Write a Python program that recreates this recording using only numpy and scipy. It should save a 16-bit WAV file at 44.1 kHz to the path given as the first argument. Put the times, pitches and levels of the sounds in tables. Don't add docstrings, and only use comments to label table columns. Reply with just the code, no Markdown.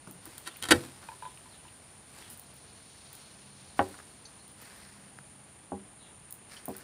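import sys
import numpy as np
from scipy import signal
from scipy.fft import rfft, irfft
from scipy.io import wavfile
from scipy.ndimage import uniform_filter1d

SR = 44100
rng = np.random.default_rng(int(sys.argv[2]) if len(sys.argv) > 2 else 0)


def bounce(signal):
    frames = np.transpose(np.atleast_2d(signal))
    limited = np.clip(frames, -1, 1)
    pcm = np.round(limited * 32767).astype(np.int16)
    wavfile.write(sys.argv[1], SR, pcm)


N = 301203

# frequency in Hz, relative strength there in dB.
AIR_COLOUR = [(20, -36), (40, -14), (60, -4.5), (90, -1), (170, -4), (270, -6.5), (520, -12), (800, -10),
              (1300, -14.5), (2850, -17.5), (6200, -27.5), (9500, -27), (11500, -33.5), (15500, -41)]
NEAR_INSECT_COLOUR = [(6000, -34.5), (6600, -18), (7100, -12.5), (7900, -24), (8400, -18), (8750, -4.5),
                      (9200, -3), (9900, -5.5), (10300, -16), (10800, -22.5), (12000, -51)]
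FAR_INSECT_COLOUR = [(1800, -10.5), (3000, -5), (3950, -1.5), (4300, 1), (4700, -3.5), (5600, -4),
                     (7000, -8), (9000, -22)]
CLOTH_COLOUR = [(300, 3.5), (1000, 3), (1800, 2), (3000, -2), (4700, -1), (6300, -7.5), (8000, -1.5),
                (12000, -8), (15500, -14)]
SHELL_COLOUR = [(2000, -24.5), (4500, -16.5), (7500, -12), (9500, 3.5), (11500, -1), (13500, -5.5),
                (14900, 1), (15700, -5)]
PALM_COLOUR = [(50, -27), (120, -6), (165, -0.5), (230, -7.5), (300, -6.5), (420, -17.5), (1300, -23),
               (2200, -41)]
GRIT_COLOUR = [(400, -13), (1100, -4.5), (1800, 4), (2400, -2.5), (3500, -16), (4700, -5), (5700, -9),
               (7500, -19.5), (12000, -22)]
SAND_COLOUR = [(1000, -26), (3300, -16), (4000, -3), (4500, 0), (5500, -3), (6300, -14), (12000, -28)]
SOLE_COLOUR = [(35, -52), (70, -14), (150, -17), (230, 2), (400, -17), (620, -3.5), (790, 1), (1080, -5),
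               (1270, -10), (1650, -7.5), (2400, -22), (3000, -16), (4080, -30.5), (6000, -27), (9000, -64)]
WOOD_RUB_COLOUR = [(60, -23), (180, -10), (320, -0.5), (420, -10), (560, -8), (780, -6), (920, -10),
                   (1010, -0.5), (1180, -13.5), (1330, 2), (1530, -2), (1690, -8.5), (1870, -4),
                   (2100, -8.5), (2900, -9.5), (3170, -2), (3560, -12.5), (3760, -4), (4200, -11),
                   (4600, -5.5), (4950, -14.5), (6500, -16), (9700, -9), (11000, -19.5), (15500, -29)]

# pitch in Hz, relative level in dB, seconds to fade by 60 dB.
SHELL_TONES = [(14780, -17, .07), (15020, -18, .06)]
GATEWAY_TONES = [(91.5, -3, .26), (200.8, 2, .23), (277, -2.5, .19), (298.5, 1, .2), (378.7, 2, .18),
                 (427, 2, .16), (470.4, 2.5, .15), (542, 2.5, .13), (643, -1, .1), (714, 3.5, .09),
                 (802, 8.5, .115), (850, -4, .15), (1000, 3, .13), (1303, -4, .13), (1405, 1, .09)]
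HINGE_TONES = [(516, -12, .02), (893, 0.5, 0.054), (1005, 0, 0.057), (1480, -3.5, 0.017), (1690, -7, .02),
               (2440, -9.5, 0.022), (3050, -12, .014), (3790, -13, .015)]
PLANK_TONES = [(243, -2, 0.1798), (284.8, -1.5, 0.19), (330.32, -1.5, 0.18), (353.14, 4.5, 0.14),
               (489.41, 1.5, 0.12), (565.15, -5, 0.12585), (657.07, 0.5, 0.07), (791, -6.5, 0.14),
               (843, -4.5, 0.14495), (1000, 3, 0.071), (1110, -4, 0.0734), (1271.4, -4.5, 0.041),
               (1315, 3, 0.06617), (1373.1, 2, 0.065), (1450, -9, 0.0564), (1512.1, 8, 0.069),
               (1620, -2.5, 0.0536), (1788.1, 4, 0.085), (1898, 4.5, 0.076), (2290, -6, 0.1155),
               (2620.2, -11.5, 0.14), (3100, 3, 0.058), (3200, -2, 0.04464), (3753.6, 1, 0.07547),
               (4645, 2, 0.05445)]
FRAME_TONES = [(53.32, -14.5, 0.2537), (91.5, 2.5, 0.21), (114, -5, 0.23), (133, -7, 0.4), (220, -8, 0.17),
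               (238.13, 3.5, 0.089), (270.11, -4, 0.091)]

# centre in Hz, width in Hz, level in dB.
HIGH_BANDS = [(9000, 199.1, -70.5), (9183.5, 130, -67.5), (9500, 230, -69), (9807.7, 170, -69)]
PEBBLE_BANDS = [(4382.2, 430.7, -45.5), (6166, 299.4, -49)]
RUBBER_BANDS = [(3100, 220, -47), (4450, 400, -53), (5660, 250, -56)]

# frequency in Hz, seconds to fade by 60 dB.
GARDEN_FADES = [(100, 0.48), (300, 0.46), (1000, 0.22), (3000, 0.11), (10000, 0.2)]
# delay in seconds, gain.
STEP_ECHOES = [(0.00271, 0.76), (0.00604, 0.53), (0.0119, -0.25), (0.0168, 0.24), (0.02312, 0.08),
               (0.03113, 0.12)]
# pitch in Hz, relative level in dB.
MOTOR_TONES = [(138, -1), (200, -4.5)]
# time of the crest in seconds, spread to each side in seconds, relative level in dB.
FAR_INSECT_SWELLS = [(0.7, 1.1485, -66), (3.1, 0.61, -60.5), (4.2, 0.83, -67)]
HUM_SWELLS = [(3.55, 0.25, -61), (4.87, 0.35, -57)]
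# start in seconds, length in seconds, first pitch in Hz, relative level in dB.
BIRD_CALLS = [(0.439, 0.071, 3790, -58), (1.2, 0.097, 4090, -64.5), (1.474, 0.086, 4700, -64),
              (2.189, .085, 3800, -61.5), (5.975, .085, 4150, -63)]
# start in seconds, rise in seconds, relative level in dB, seconds to fade by 20 dB.
BODY_MOVES = [(.2, 0.052, -56, 1.8), (.62, 0.14, -45.5, 0.27), (.99, 0.04665, -59.5, 2),
              (2.05, 0.15, -52.5, 0.3258), (3.09, 0.043, -58, 0.25), (3.76, 0.022, -51, 0.5),
              (4.55, 0.072, -55.5, 0.693), (6.48, 0.0466, -52, 0.14), (6.66, 0.04, -59.5, -7.0863)]
SOLE_DRAGS = [(4.57, 0.09, -55.5, .5), (4.78, .04, -57, 0.5), (6.488, 0.0328, -50.5, 0.27),
              (6.71, 0.0289, -60, -7.2628)]
# start in seconds, relative level in dB, seconds between ticks,
# change in dB from the first tick to the second.
GRIP_SHIFTS = [(0.1108, -36, .012, -12.5), (0.2547, -35, .02, -21), (0.3797, -33, .02, -20),
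               (0.569, -39, 0.019, -13), (2.3006, -36.5, 0.02129, -8), (2.374, -39, 0.02172, 2),
               (2.539, -48.5, 0.0253, 0.5), (3.1294, -39.5, 0.022, -1), (3.888, -45.5, .02, -5.5),
               (4.4786, -47.5, .038, -5), (4.616, -41, 0.011, -3), (4.7641, -47.5, 0.01685, -7),
               (6.3079, -35, 0.017, 4.5), (6.6558, -30, 0.02954, -3), (6.766, -34, 0.015, -4.5)]
# start in seconds, level in dB, decay in seconds, centre in Hz.
DRY_CLICKS = [(0.0728, -43, 0.0028, 1290), (.262, -45, .005, 1000), (.56, -47, 0.004853, 2570),
              (1.029, -50.5, 0.02398, 1430), (1.374, -49, 0.004393, 2905), (1.68, -54.5, 0.013, 3200),
              (2.2243, -44, 0.001612, 2280), (3.942, -47, 0.0099, 1306), (3.989, -41, 0.0022, 1459),
              (3.999, -48.5, 0.006394, 1607), (4.721, -48, 0.001568, 1798), (5.1876, -42, 0.0024, 1560),
              (6.5467, -51, 0.00233, 2348), (6.7506, -43.5, 0.00347, 1695)]
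# multiple of the centre frequency, relative strength in dB.
DRY_CLICK_COLOUR = [(.21, -9.5), (.63, -5), (1, 3), (1.45, -10), (2.45, -21), (4.5, -18.5), (7, -32)]
# start in seconds, relative level in dB, treble cutoff in Hz, added heel thud in dB,
# gateway ring in dB.
FOOTFALLS = [(3.7924, 6.5, 3366.0, -6, -40.5), (5.7191, -6.5, 905, -2.9, -36.5),
             (6.681, -13.0, 990, 9.5, -35.5)]
# start in seconds, length of the rasp in seconds, level in dB.
PIN_SLIPS = [(1.087, .008, -41), (1.1165, .012, -49.5), (1.223, .012, -42), (1.252, 0.011, -43),
             (1.261, 0.0083, -47), (1.457, .02, -55.5), (1.651, .02, -56)]
# start in seconds, length in seconds, relative level in dB,
# treble tilt in dB per octave.
GATE_RUBS = [(0.259, 0.022, -51.5, -9), (0.38, 0.00286, -40, 6), (0.458, 0.037, -45.5, 0),
             (0.467, 0.0184, -41.5, 1), (.474, 0.00293, -33.5, 2), (0.615, 0.06985, -48, 0),
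             (0.625, 0.0025, -28, 5), (.634, .003, -32, 2.5), (.6385, .005, -31.5, 2),
             (0.652, .009, -37, 0.5), (0.6861, 0.007758, -30.5, 0.5), (0.696, 0.01502, -35.5, -2.5),
             (0.7074, 0.00535, -15, 0.5), (0.712, 0.0040552, -11.5, -1.5), (0.7159, 0.0037413, -17.5, 0),
             (0.7195, 0.0044377, -12.5, -.5), (.724, 0.00498, -20, -1)]
# start in seconds, gain of the planks in dB, gain of the frame in dB.
GATE_JOLTS = [(.625, -50, -47.5), (0.686, -46, -39), (.712, -22, -56.5), (0.7324, -52, -29)]


def gain_of(db):
    return 10 ** (np.asarray(db) / 20)


def evened(x):
    return x / np.sqrt(np.mean(x ** 2) + 1e-20)


def read(points, hz):
    known_hz, value = np.transpose(points)
    return np.interp(np.log(hz + 1), np.log(known_hz + 1), value)


def add(mix, start, sound):
    part = mix[max(round(start * SR), 0):][:len(sound)]
    part += sound[:len(part)]


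def noise(colour):
    shape = gain_of(read(colour, np.fft.rfftfreq(N, 1 / SR)))
    return evened(irfft(rfft(rng.standard_normal(N)) * shape, N))


def wander(hz):
    rolloff = 1 + (np.fft.rfftfreq(N, 1 / SR) / hz) ** 2
    return evened(irfft(rfft(rng.standard_normal(N)) / rolloff, N))


def narrow(hz, width, size):
    peak = signal.iirpeak(hz, hz / width / 1.56, fs=SR)
    return evened(signal.lfilter(*peak, signal.lfilter(*peak, rng.standard_normal(size))))


def click(colour, tilt_db=0, size=2048):
    hz = abs(np.fft.fftfreq(size, 1 / SR))
    log_gain = np.log(gain_of(read(colour, hz) + tilt_db * np.log2(1 + hz / 500)))
    pulse = np.fft.ifft(np.exp(np.conj(signal.hilbert(log_gain)))).real
    return pulse / np.linalg.norm(pulse)


def grains(colour, per_s):
    hits = (rng.random(N) < per_s / SR) * rng.standard_normal(N)
    return evened(signal.oaconvolve(hits, click(colour))[:N])


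def burst(colour, decay):
    t = np.arange(SR // 4) / SR
    hiss = signal.fftconvolve(rng.standard_normal(SR // 2), click(colour), "valid")[:len(t)]
    return evened(hiss) * np.exp(-t / decay)


def ping(bands, decay):
    t = np.arange(SR // 4) / SR
    tones = sum(gain_of(db) * narrow(hz, width, len(t)) for hz, width, db in bands)
    return tones * np.exp(-t / decay) * (1 - np.exp(-t / 0.002709))


def ring(tones, rise=0):
    t = np.arange(SR // 2) / SR
    out = sum(gain_of(db - 60 * t / fade) * np.sin(2 * np.pi * hz * t) for hz, db, fade in tones)
    return out * (1 - np.exp(-t / rise)) if rise > 0 else out


def slips(length, per_s, jitter, grit):
    size = max(int(length * SR), 8)
    wobble = evened(uniform_filter1d(rng.standard_normal(SR // 4), SR // 500))[:size]
    rate = per_s * np.exp(jitter * wobble)
    jerks = np.diff(np.floor(np.cumsum(rate) / SR), prepend=-1)
    return evened(evened(jerks) + grit * rng.standard_normal(SR // 4)[:size])


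def swells(rows, rest_db):
    t = np.arange(N) / SR
    bells = (gain_of(db) * np.exp(-.5 * ((t - crest) / spread) ** 2) for crest, spread, db in rows)
    return np.sqrt(gain_of(rest_db) ** 2 + sum(bell ** 2 for bell in bells))


def strokes(rows):
    t = np.arange(N) / SR
    power = np.zeros(N)
    for start, rise, db, fade in rows:
        onset = np.clip((t - start) / rise, 0, 1)
        power += (onset * gain_of(db - 20 * np.maximum(t - start - rise, 0) / fade)) ** 2
    return np.sqrt(power)


def garden(x, fades=GARDEN_FADES):
    hz, t, bands = signal.stft(rng.standard_normal(SR), SR, nperseg=256)
    fading = gain_of(-60 * t / read(fades, hz)[:, None])
    tail = signal.istft(bands * fading * (1 - np.exp(-t / .005)), SR, nperseg=256)[1]
    return signal.oaconvolve(x, tail / np.linalg.norm(tail))[:N]


def air():
    return noise(AIR_COLOUR) * gain_of(-57.5 + 0.776 * wander(42))


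def insects():
    near = noise(NEAR_INSECT_COLOUR) * gain_of(-59 + 0.81 * wander(90) + .5 * wander(6.4))
    high_bands = sum(gain_of(db + 2.3 * wander(12.39)) * narrow(hz, width, N)
                     for hz, width, db in HIGH_BANDS)
    far = noise(FAR_INSECT_COLOUR) * gain_of(2.0 * wander(36.7))
    far += gain_of(-14 + 4 * wander(9)) * narrow(hz=4280, width=160, size=N)
    return near + high_bands + swells(FAR_INSECT_SWELLS, rest_db=-81.5) * far


def motor():
    t = np.arange(N) / SR
    hum = np.zeros(N)
    for hz, db in MOTOR_TONES:
        level = gain_of(db) * (1 + .5 * wander(1.7))
        hum += level * np.sin(2 * np.pi * hz * t + 1.1 * wander(5.02))
    return swells(HUM_SWELLS, rest_db=-69) * hum


def bird(last_hz=2450):
    out = np.zeros(N)
    for start, length, first_hz, db in BIRD_CALLS:
        progress = np.linspace(0, 1, int(length * SR))
        hz = first_hz + (last_hz - first_hz) * progress ** 2.1
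        hz *= 1 + .045 * wander(400)[:len(hz)]
        level = gain_of(db) * np.sqrt(abs(np.sin(np.pi * progress ** 1.6)))
        add(out, start, level * np.sin(2 * np.pi * np.cumsum(hz) / SR))
    return 1.15 * out + gain_of(4.5) * garden(out, [(2000, 0.59), (5000, 0.4)])


def clothes():
    motion = np.hypot(gain_of(-83), strokes(BODY_MOVES))
    swish = 0.8313 * noise(CLOTH_COLOUR) * gain_of(1.716 * wander(80))
    return motion * (swish + 0.5452 * grains(CLOTH_COLOUR, per_s=500))


def shell_tick():
    t = np.arange(SR // 16) / SR
    crackle = 0.32 * np.exp(-t / 0.033) * (rng.random(len(t)) < 900 / SR)
    creak = rng.standard_normal(len(t)) * (1 - np.exp(-t / 0.00064)) * (np.exp(-t / .0011) + crackle)
    snap = gain_of(6.0) * signal.fftconvolve(creak, click(SHELL_COLOUR))[:len(t)]
    return snap + ring(SHELL_TONES, rise=.002)[:len(t)]


def camera_grip(strays_per_s=2):
    out = np.zeros(N)
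    for start, db, gap, second_db in GRIP_SHIFTS:
        for k, change_db in enumerate([0, second_db, second_db - 13.5]):
            add(out, start + k * gap, gain_of(db + change_db) * shell_tick())
    slide = slips(length=0.044, per_s=380, jitter=0.35, grit=1.712)
    slide *= gain_of(np.linspace(-48, -52.5, len(slide)))
    add(out, 2.302, signal.fftconvolve(slide, click(SHELL_COLOUR, tilt_db=-6)))
    strays = rng.random(N) < strays_per_s / SR
    return out + gain_of(-67) * signal.oaconvolve(strays * 1., shell_tick())[:N]


def contacts():
    out = np.zeros(N)
    for start, db, decay, hz in DRY_CLICKS:
        colour = [(hz * multiple, level) for multiple, level in DRY_CLICK_COLOUR]
        add(out, start, gain_of(db) * burst(colour, decay))
    add(out, 0.075, gain_of(-44.5) * burst(PALM_COLOUR, decay=0.048))
    add(out, 4.252, ping(PEBBLE_BANDS, decay=0.013015))
    add(out, 6.565, ping(RUBBER_BANDS, decay=0.015))
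    return out


def scuffs():
    scrape = .47 * noise(GRIT_COLOUR) * gain_of(2.14 * wander(60))
    patter = 0.56 * grains(GRIT_COLOUR, per_s=800)
    cracks = 0.31 * grains(SAND_COLOUR, per_s=170)
    return strokes(SOLE_DRAGS) * (scrape + patter + cracks)


def steps():
    out = np.zeros(N)
    flex = signal.iirpeak(850, 1.1, fs=SR)[1]
    slap = signal.lfilter(flex[::-1], flex, click(SOLE_COLOUR))
    blur = signal.windows.hann(SR // 3000)
    echo = np.convolve(slap, blur / blur.sum(), "same")
    for start, db, cutoff_hz, heel_db, ring_db in FOOTFALLS:
        step = gain_of(ring_db) * ring(GATEWAY_TONES, rise=0.0045)
        add(step, 0, slap)
        for delay, gain in STEP_ECHOES:
            add(step, delay, gain * echo)
        step = signal.sosfilt(signal.butter(3, cutoff_hz, fs=SR, output="sos"), step)
        heel = signal.sosfilt(signal.butter(1, [100, 330], "bandpass", fs=SR, output="sos"), step)
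        step = gain_of(db - 2) * (step + gain_of(heel_db) * heel)
        add(out, start, step)
        add(out, start, gain_of(-12.5) * garden(step, [(300, 0.0869), (3000, 0.025)]))
    return out + gain_of(-17.5) * garden(out)


def hinge(rasp_gain=0.59):
    out = np.zeros(N)
    body = sum((-1) ** k * ring([tone]) for k, tone in enumerate(HINGE_TONES))
    for start, length, db in PIN_SLIPS:
        rasp = slips(length, per_s=470, jitter=.3, grit=1.0)
        jerk = signal.unit_impulse(len(rasp))
        squeak = signal.fftconvolve(jerk + rasp_gain * rasp / np.linalg.norm(rasp), body)
        add(out, start, gain_of(db) * squeak / np.std(squeak[:SR // 80]))
    return out + gain_of(-11.5) * garden(out)


def gate():
    rubbing, ringing = np.zeros(N), np.zeros(N)
    for start, length, db, tilt_db in GATE_RUBS:
        grind = slips(length, per_s=790, jitter=.5, grit=2.0)
        grind *= signal.windows.tukey(len(grind), .2)
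        add(rubbing, start, gain_of(db - 1) * signal.fftconvolve(grind, click(WOOD_RUB_COLOUR, tilt_db)))
    for start, plank_db, frame_db in GATE_JOLTS:
        add(ringing, start, gain_of(plank_db) * ring(PLANK_TONES, rise=0.003959))
        add(ringing, start, gain_of(frame_db) * ring(FRAME_TONES, rise=0.0092))
    board_echo = gain_of(-13.0) * garden(rubbing, [(300, 0.04736), (8000, 0.0098)])
    return rubbing + ringing + board_echo + gain_of(-17.5) * garden(rubbing + ringing)


def scene():
    mix = air() + insects() + motor() + gate() + hinge() + steps() + scuffs()
    return (mix + contacts() + camera_grip() + clothes() + bird())[None]


def record(dry):
    thinned = signal.sosfilt(signal.butter(2, 35, "highpass", fs=SR, output="sos"), dry)
    treble_cut = signal.firwin(401, 15600, window=("kaiser", 9), fs=SR)
    return signal.oaconvolve(thinned, treble_cut[None], "same")


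dry = scene()
out = record(dry)
bounce(out)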